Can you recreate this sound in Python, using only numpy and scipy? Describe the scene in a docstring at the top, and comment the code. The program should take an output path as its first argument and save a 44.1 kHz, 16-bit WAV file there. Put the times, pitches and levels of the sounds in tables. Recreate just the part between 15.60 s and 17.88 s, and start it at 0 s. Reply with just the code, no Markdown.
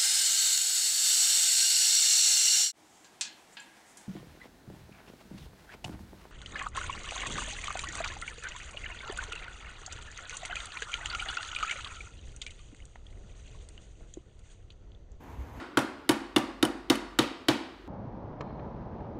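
"""First comes the fading echo of a blow struck just before the start, over a faint low hum.
Then a wooden mallet taps a thin metal strip round a steel mandrel resting on a wooden bench peg.
Each blow is a noise crack with a damped ring of partials, then a low thump of the peg.
Short noise buzzes with steel partials are the mandrel chattering as it settles.
A small workshop answers with decaying noise, partly shaped by the blow's own partials."""
import sys
import numpy as np
from scipy import signal
from scipy.fft import rfft, irfft
from scipy.io import wavfile
from scipy.ndimage import uniform_filter1d, minimum_filter1d

SR = 44100
rng = np.random.default_rng(int(sys.argv[2]) if len(sys.argv) > 2 else 0)


def wav_out(sig):
    """Save sig, one row per channel (or a flat mono array), as 16-bit PCM at SR to the path in sys.argv[1]."""
    wavfile.write(sys.argv[1], SR, np.round(np.clip(np.atleast_2d(sig).T, -1, 1) * 32767).astype(np.int16))


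N = 100415
T = np.arange(int(0.7 * SR)) / SR  # time within one sound [s]


def amp(db):
    """Turns decibels into a gain."""
    return 10 ** (np.asarray(db) / 20)


def read(points, hz):
    """Reads a table between its points, on a logarithmic frequency axis."""
    f, value = np.transpose(points)
    return np.interp(np.log(hz + 1), np.log(f), value)


def add(mix, s, sound):
    """Adds a sound at time s, cutting off whatever lies outside the mix."""
    at = round(s * SR)
    sound = sound[max(-at, 0):]
    part = mix[max(at, 0):][:len(sound)]
    part += sound[:len(part)]


def colour(x, points):
    """Boosts or cuts each frequency by a gain table, without sounding before the input."""
    size = 2 * len(x)
    hz = abs(np.fft.fftfreq(size, 1 / SR))
    log_gain = np.log(amp(read(points, hz)))
    # the Hilbert transform gives the phase that makes the filter minimum-phase
    response = np.exp(np.conj(signal.hilbert(log_gain)))[:size // 2 + 1]
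    return irfft(rfft(x, size) * response)[:len(x)]


def noise(points, size):
    """Random hiss with the given spectrum, scaled to an rms of 1."""
    gain = amp(read(points, np.fft.rfftfreq(size, 1 / SR)))
    x = irfft(rfft(rng.standard_normal(size)) * gain, size)
    return x / x.std()


def fade(t60, hold=0):
    """Holds full level, then falls by 60 dB in t60 seconds."""
    return 1000 ** (-np.maximum(T - hold, 0) / t60)


def rise(s):
    """Smooth onset that takes about s seconds."""
    return 1 - np.exp(-(T / s) ** 2)


def mode(hz, t60):
    """One dying partial: a sine with a random starting phase."""
    return fade(t60) * np.sin(2 * np.pi * (hz * T + rng.random()))


def swing(hz, delay, swell, sharpness):
    """A tone that swells to its peak in swell seconds after the delay, then dies away."""
    t = np.maximum(T - delay, 0)
    envelope = (t / swell * np.exp(1 - t / swell)) ** sharpness
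    return envelope * np.cos(2 * np.pi * hz * t)


# spectrum of the contact crack: (frequency [Hz], relative level [dB])
CRACK_SPECTRUM = [(150, -13.5), (500, 16), (1200, 2), (2500, 7.5), (3400, 12), (5000, 1.5), (8000, -5),
                  (11000, -5.5), (13000, -23), (16000, -20)]
CRACK_DB, CRACK_HOLD_S, CRACK_T60_S = -22, 0.0051, 0.016
# mallet, strip and mandrel together: (frequency before pitch factor [Hz], mean level [dB], t60 [s])
RING_PARTIALS = [(807, -35.5, 0.12), (942, -29, 0.031), (1215, -23.5, 0.027), (1573, -26, 0.028),
                 (1915, -22, 0.03), (2263, -24, 0.022), (3038, -19, 0.022), (3748, -16.5, 0.022),
                 (4460, -29, 0.027), (5285, -35.5, 0.033), (6584, -41, 0.041), (10200, -46, 0.012)]
RING_SCATTER_DB = 4  # random spread of each partial's level
ONSET_S = 0.00082  # onset of strike and chatter
KNOCK_HZ, KNOCK_T60_S, KNOCK_RISE_S = 1426, 0.03, 0.00045


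def strike(pitch, knock_db):
    """Contact noise, the hand-damped ring of wood and steel, and the mallet's hollow knock."""
    crack = amp(CRACK_DB) * noise(CRACK_SPECTRUM, len(T)) * fade(CRACK_T60_S, CRACK_HOLD_S)
    ring = 0
    for hz, db, t60 in RING_PARTIALS:
        level_db = db + RING_SCATTER_DB * rng.standard_normal()
        ring = ring + amp(level_db) * mode(hz * pitch, t60)
    knock = amp(knock_db) * mode(KNOCK_HZ, KNOCK_T60_S) * rise(KNOCK_RISE_S)
    return (crack + ring) * rise(ONSET_S) + knock


# spectrum of the first tick: (frequency [Hz], relative level [dB])
TICK_SPECTRUM = [(300, -12.5), (1500, 10), (3000, -9), (6000, -5), (10500, -5), (15000, -10.5),
                 (17000, -13)]
TICK_HOLD_S, TICK_T60_S = 0.00036, 0.006


def tick(db):
    """The first tick of wood on metal: a very short burst of noise."""
    return amp(db) * noise(TICK_SPECTRUM, len(T)) * fade(TICK_T60_S, TICK_HOLD_S)


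# thump of the bench peg:
# (frequency [Hz], relative level [dB], delay [s], time to swell [s], sharpness of the swell [power])
PEG_SWINGS = [(307.3, -11, .001, 0.0062, 3.68), (502.5, -29, 0.00128, 0.011, 4.1)]
# the bench booms on: (mean frequency [Hz], relative level [dB], t60 [s])
BENCH_PARTIALS = [(222.6, -31.5, 0.33), (269.5, -34, .6), (329.6, -42, 0.83), (362, -38, 0.64),
                  (505, -43.5, 0.45), (955, -41, 0.53)]
BENCH_RISE_S = 0.012
BENCH_DETUNE = 0.01237  # random spread of pitch, as a fraction
# the thump comes back from floor and walls: (delay [s], level against the thump [dB])
THUMP_REFLECTIONS = [(0.0192, -14), (0.0316, -21), (.049, -21), (0.0701, -18), (0.121, -21), (0.145, -32.5)]
# deep thud of the bench; each blow shifts its level
THUD_HZ, THUD_DB, THUD_DELAY_S, THUD_SWELL_S, THUD_SHARPNESS = 130, -32, 0.005, 0.013, 1.8


def peg(thump_db, thud_db):
    """The peg swings, echoes off floor and walls, and leaves the bench booming over a deep thud."""
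    thump = sum(amp(db) * swing(hz, delay, swell, sharpness)
                for hz, db, delay, swell, sharpness in PEG_SWINGS)
    boom = 0
    for hz, db, t60 in BENCH_PARTIALS:
        detuned_hz = hz * (1 + BENCH_DETUNE * rng.standard_normal())
        boom = boom + amp(db) * mode(detuned_hz, t60)
    after = boom * rise(BENCH_RISE_S)
    for delay, db in THUMP_REFLECTIONS:
        add(after, delay, amp(db) * thump)
    thud = swing(THUD_HZ, THUD_DELAY_S, THUD_SWELL_S, THUD_SHARPNESS)
    return amp(thump_db) * (thump + after) + amp(THUD_DB + thud_db) * thud


# spectrum of the chatter's buzz: (frequency [Hz], relative level [dB])
RATTLE_SPECTRUM = [(500, -1), (2300, 8.5), (3500, 6), (5500, 3), (8000, -3), (11000, -0.5), (13000, -13),
                   (16000, -18.5)]
# free ring of the mandrel: (frequency [Hz], relative level [dB])
STEEL_PARTIALS = [(3020, 1), (5400, -13), (9350, -5), (9650, -10.5), (12800, -14)]
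STEEL_T60_S, CHATTER_T60_S = 0.025, 0.014


def chatter(db, length, ring_db):
    """A brief noise buzz of steel against strip and peg, with the mandrel's ring."""
    buzz = amp(db) * noise(RATTLE_SPECTRUM, len(T)) * fade(CHATTER_T60_S, length)
    ring = sum(amp(ring_db + level) * mode(hz, STEEL_T60_S) for hz, level in STEEL_PARTIALS)
    return (buzz + ring) * rise(ONSET_S)


# near reflections off bench and walls: (frequency [Hz], relative level [dB])
EARLY_SPECTRUM = [(60, -15), (110, 3.5), (170, -7), (290, 11), (430, 1), (950, 6.5), (1600, -1.5),
                  (2500, -9), (3300, -10), (6000, -18), (10000, -25.5), (16000, -37)]
EARLY_DB, EARLY_T60_S, EARLY_RISE_S = -20.5, 0.18, 0.0042
# workshop reverberation: (frequency [Hz], relative level [dB], t60 [s])
ROOM_BANDS = [(60, -3, 0.24), (170, 9.5, 0.21), (278, 6.5, 1), (480, 1.5, 0.67), (970, 4, 0.88),
              (2090, 0.5, 0.66), (4620, -9, 0.67), (5760, -15.5, 0.57), (8670, -19, 0.51),
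              (15600, -28, 0.13)]
ROOM_DB, ROOM_RISE_S = -32, 0.02


def workshop():
    """Dense near reflections, then a noise tail in which each pitch range dies at its own rate."""
    room = np.array(ROOM_BANDS)
    level_table, t60_table = room[:, :2], room[:, ::2]
    hz, t, bands = signal.stft(noise(level_table, len(T)), SR, nperseg=512)
    bands = bands * 1000 ** (-t / read(t60_table, hz)[:, None])
    tail = signal.istft(bands, SR, nperseg=512)[1][:len(T)]
    early = noise(EARLY_SPECTRUM, len(T)) * fade(EARLY_T60_S) * rise(EARLY_RISE_S)
    return amp(EARLY_DB) * early + amp(ROOM_DB) * tail * rise(ROOM_RISE_S)


PARTIAL_SPREAD_HZ = 880  # peaks narrower than this still stand out in the echo


def excite(room, blow):
    """The room rings on with the blow's own partials, keeping its broad colour."""
    size = 2 * len(T)
    partials = rfft(blow, size)
    broad_power = uniform_filter1d(abs(partials) ** 2, int(PARTIAL_SPREAD_HZ * size / SR))
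    relief = partials / np.sqrt(abs(broad_power) + 1e-9)
    return irfft(rfft(room, size) * relief, size)[:len(T)]


# spectrum of the still air in the workshop: (frequency [Hz], relative level [dB])
AIR_SPECTRUM = [(20, -19), (45, -5.5), (75, 2.5), (105, -4.5), (160, -7), (300, 6.5), (600, -11),
                (1500, -12.5), (4000, -22.5), (8000, -38.5), (16000, -46.5)]
AIR_DB = -52.5


def still_air():
    """Steady, faint noise of the air in the workshop."""
    return amp(AIR_DB) * noise(AIR_SPECTRUM, N)


HUM_HZ = 47.6
# swelling and sinking of the hum: (time [s], level [dB])
HUM_LEVELS = [(0, -68), (.4, -72), (.65, -56), (1.55, -51), (1.7, -60), (2.0, -76), (2.25, -48.5)]


def hum():
    """A low sine whose level swells and sinks."""
    t = np.arange(N) / SR
    level_db = np.interp(t, *np.transpose(HUM_LEVELS))
    return amp(level_db) * np.sin(2 * np.pi * HUM_HZ * t)


# the blows; the first falls just before the start, so only its echo is heard:
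# (time [s], peg thump [dB], deep thud [dB], clack gain at 1.4 kHz [dB], ring gain at 3.3 kHz [dB],
#  treble gain at 10 kHz [dB], first tick [dB], pitch factor of the ring [ratio],
#  hollow knock of the mallet before the gains [dB], room [dB])
BLOW_EVENTS = [(-0.105, -2.5, 0, 3.5, -0.5, 1.5, -20, 1.0, -17, -2.5),
               (0.1718, -2, -3, 1.5, -3, 2, -29, 0.85, -11.5, -0.5),
               (0.4916, 0.5, -3, 2, 0.5, 5, -14.5, 0.99, -26, -2.5),
               (0.7621, 0, -4.5, -1.5, -1.5, 0.5, -20.5, 0.94, -27, -1),
               (1.0269, 0.5, -5.5, -1.5, -3.5, 2, -19.5, 0.99, -18, -2),
               (1.2996, 0.5, -7, 1.5, 2, 6, -18, 1.0, -22, -2.5),
               (1.5884, -1, 0, -2.5, 4, 1.5, -12.5, 1.003, -18, 0),
               (1.8843, 0.5, 0, -3, 2, -0.5, -23, 1.0, -21, 2)]
# the mandrel chatters on the peg:
# (time [s], buzz level [dB], hold before the buzz fades [s], ring of the steel [dB])
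CHATTER_EVENTS = [(0.19, -28, 0.0014, -38), (0.218, -44, 0.0023, -60), (0.508, -47, 0.0023, -27),
                  (0.5162, -31.5, 0.00067, -30), (0.7816, -32, .003, -33), (1.0507, -32.5, 0.0024, -21.5),
                  (1.3533, -38, 0.006, -31), (1.624, -45, 0.004, -40)]
ROOM_SAME = 0.57  # share of echo power that repeats at every blow


def scene():
    """Every blow has its own colour; its echo is partly the same each time."""
    mix = still_air() + hum()
    same_echo = workshop()
    for (s, thump_db, thud_db, clack_db, ring_db, treble_db,
         tick_db, pitch, knock_db, room_db) in BLOW_EVENTS:
        blow = strike(pitch, knock_db)
        own_echo = excite(workshop(), blow)
        room = np.sqrt(ROOM_SAME) * same_echo + np.sqrt(1 - ROOM_SAME) * own_echo
        tone = [(500, 0), (1400, clack_db), (3300, ring_db), (10000, treble_db)]  # (Hz, dB)
        coloured = colour(blow + amp(room_db) * room, tone)
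        add(mix, s, tick(tick_db) + coloured + peg(thump_db, thud_db))
    for s, db, length, ring_db in CHATTER_EVENTS:
        add(mix, s, chatter(db, length, ring_db))
    return mix[None]


CEILING_DB, LIMITER_S = -10, 0.0015  # limiter's ceiling and smoothing window
EDGE_HZ = 15800  # top of the band


def record(dry):
    """A fast limiter turns down peaks above the ceiling; then a low-pass removes the top treble."""
    size = 2 * max(round(LIMITER_S * SR / 2), 1) + 1
    needed_gain = np.minimum(1, amp(CEILING_DB) / (abs(dry) + 1e-9))
    # hold the lowest gain across the window, then smooth it
    gain = uniform_filter1d(minimum_filter1d(needed_gain, size), size)
    low_pass = signal.firwin(511, EDGE_HZ, window=("kaiser", 9), fs=SR)
    return signal.oaconvolve(dry * gain, low_pass[None], "same")


dry = scene()
out = record(dry)
wav_out(out)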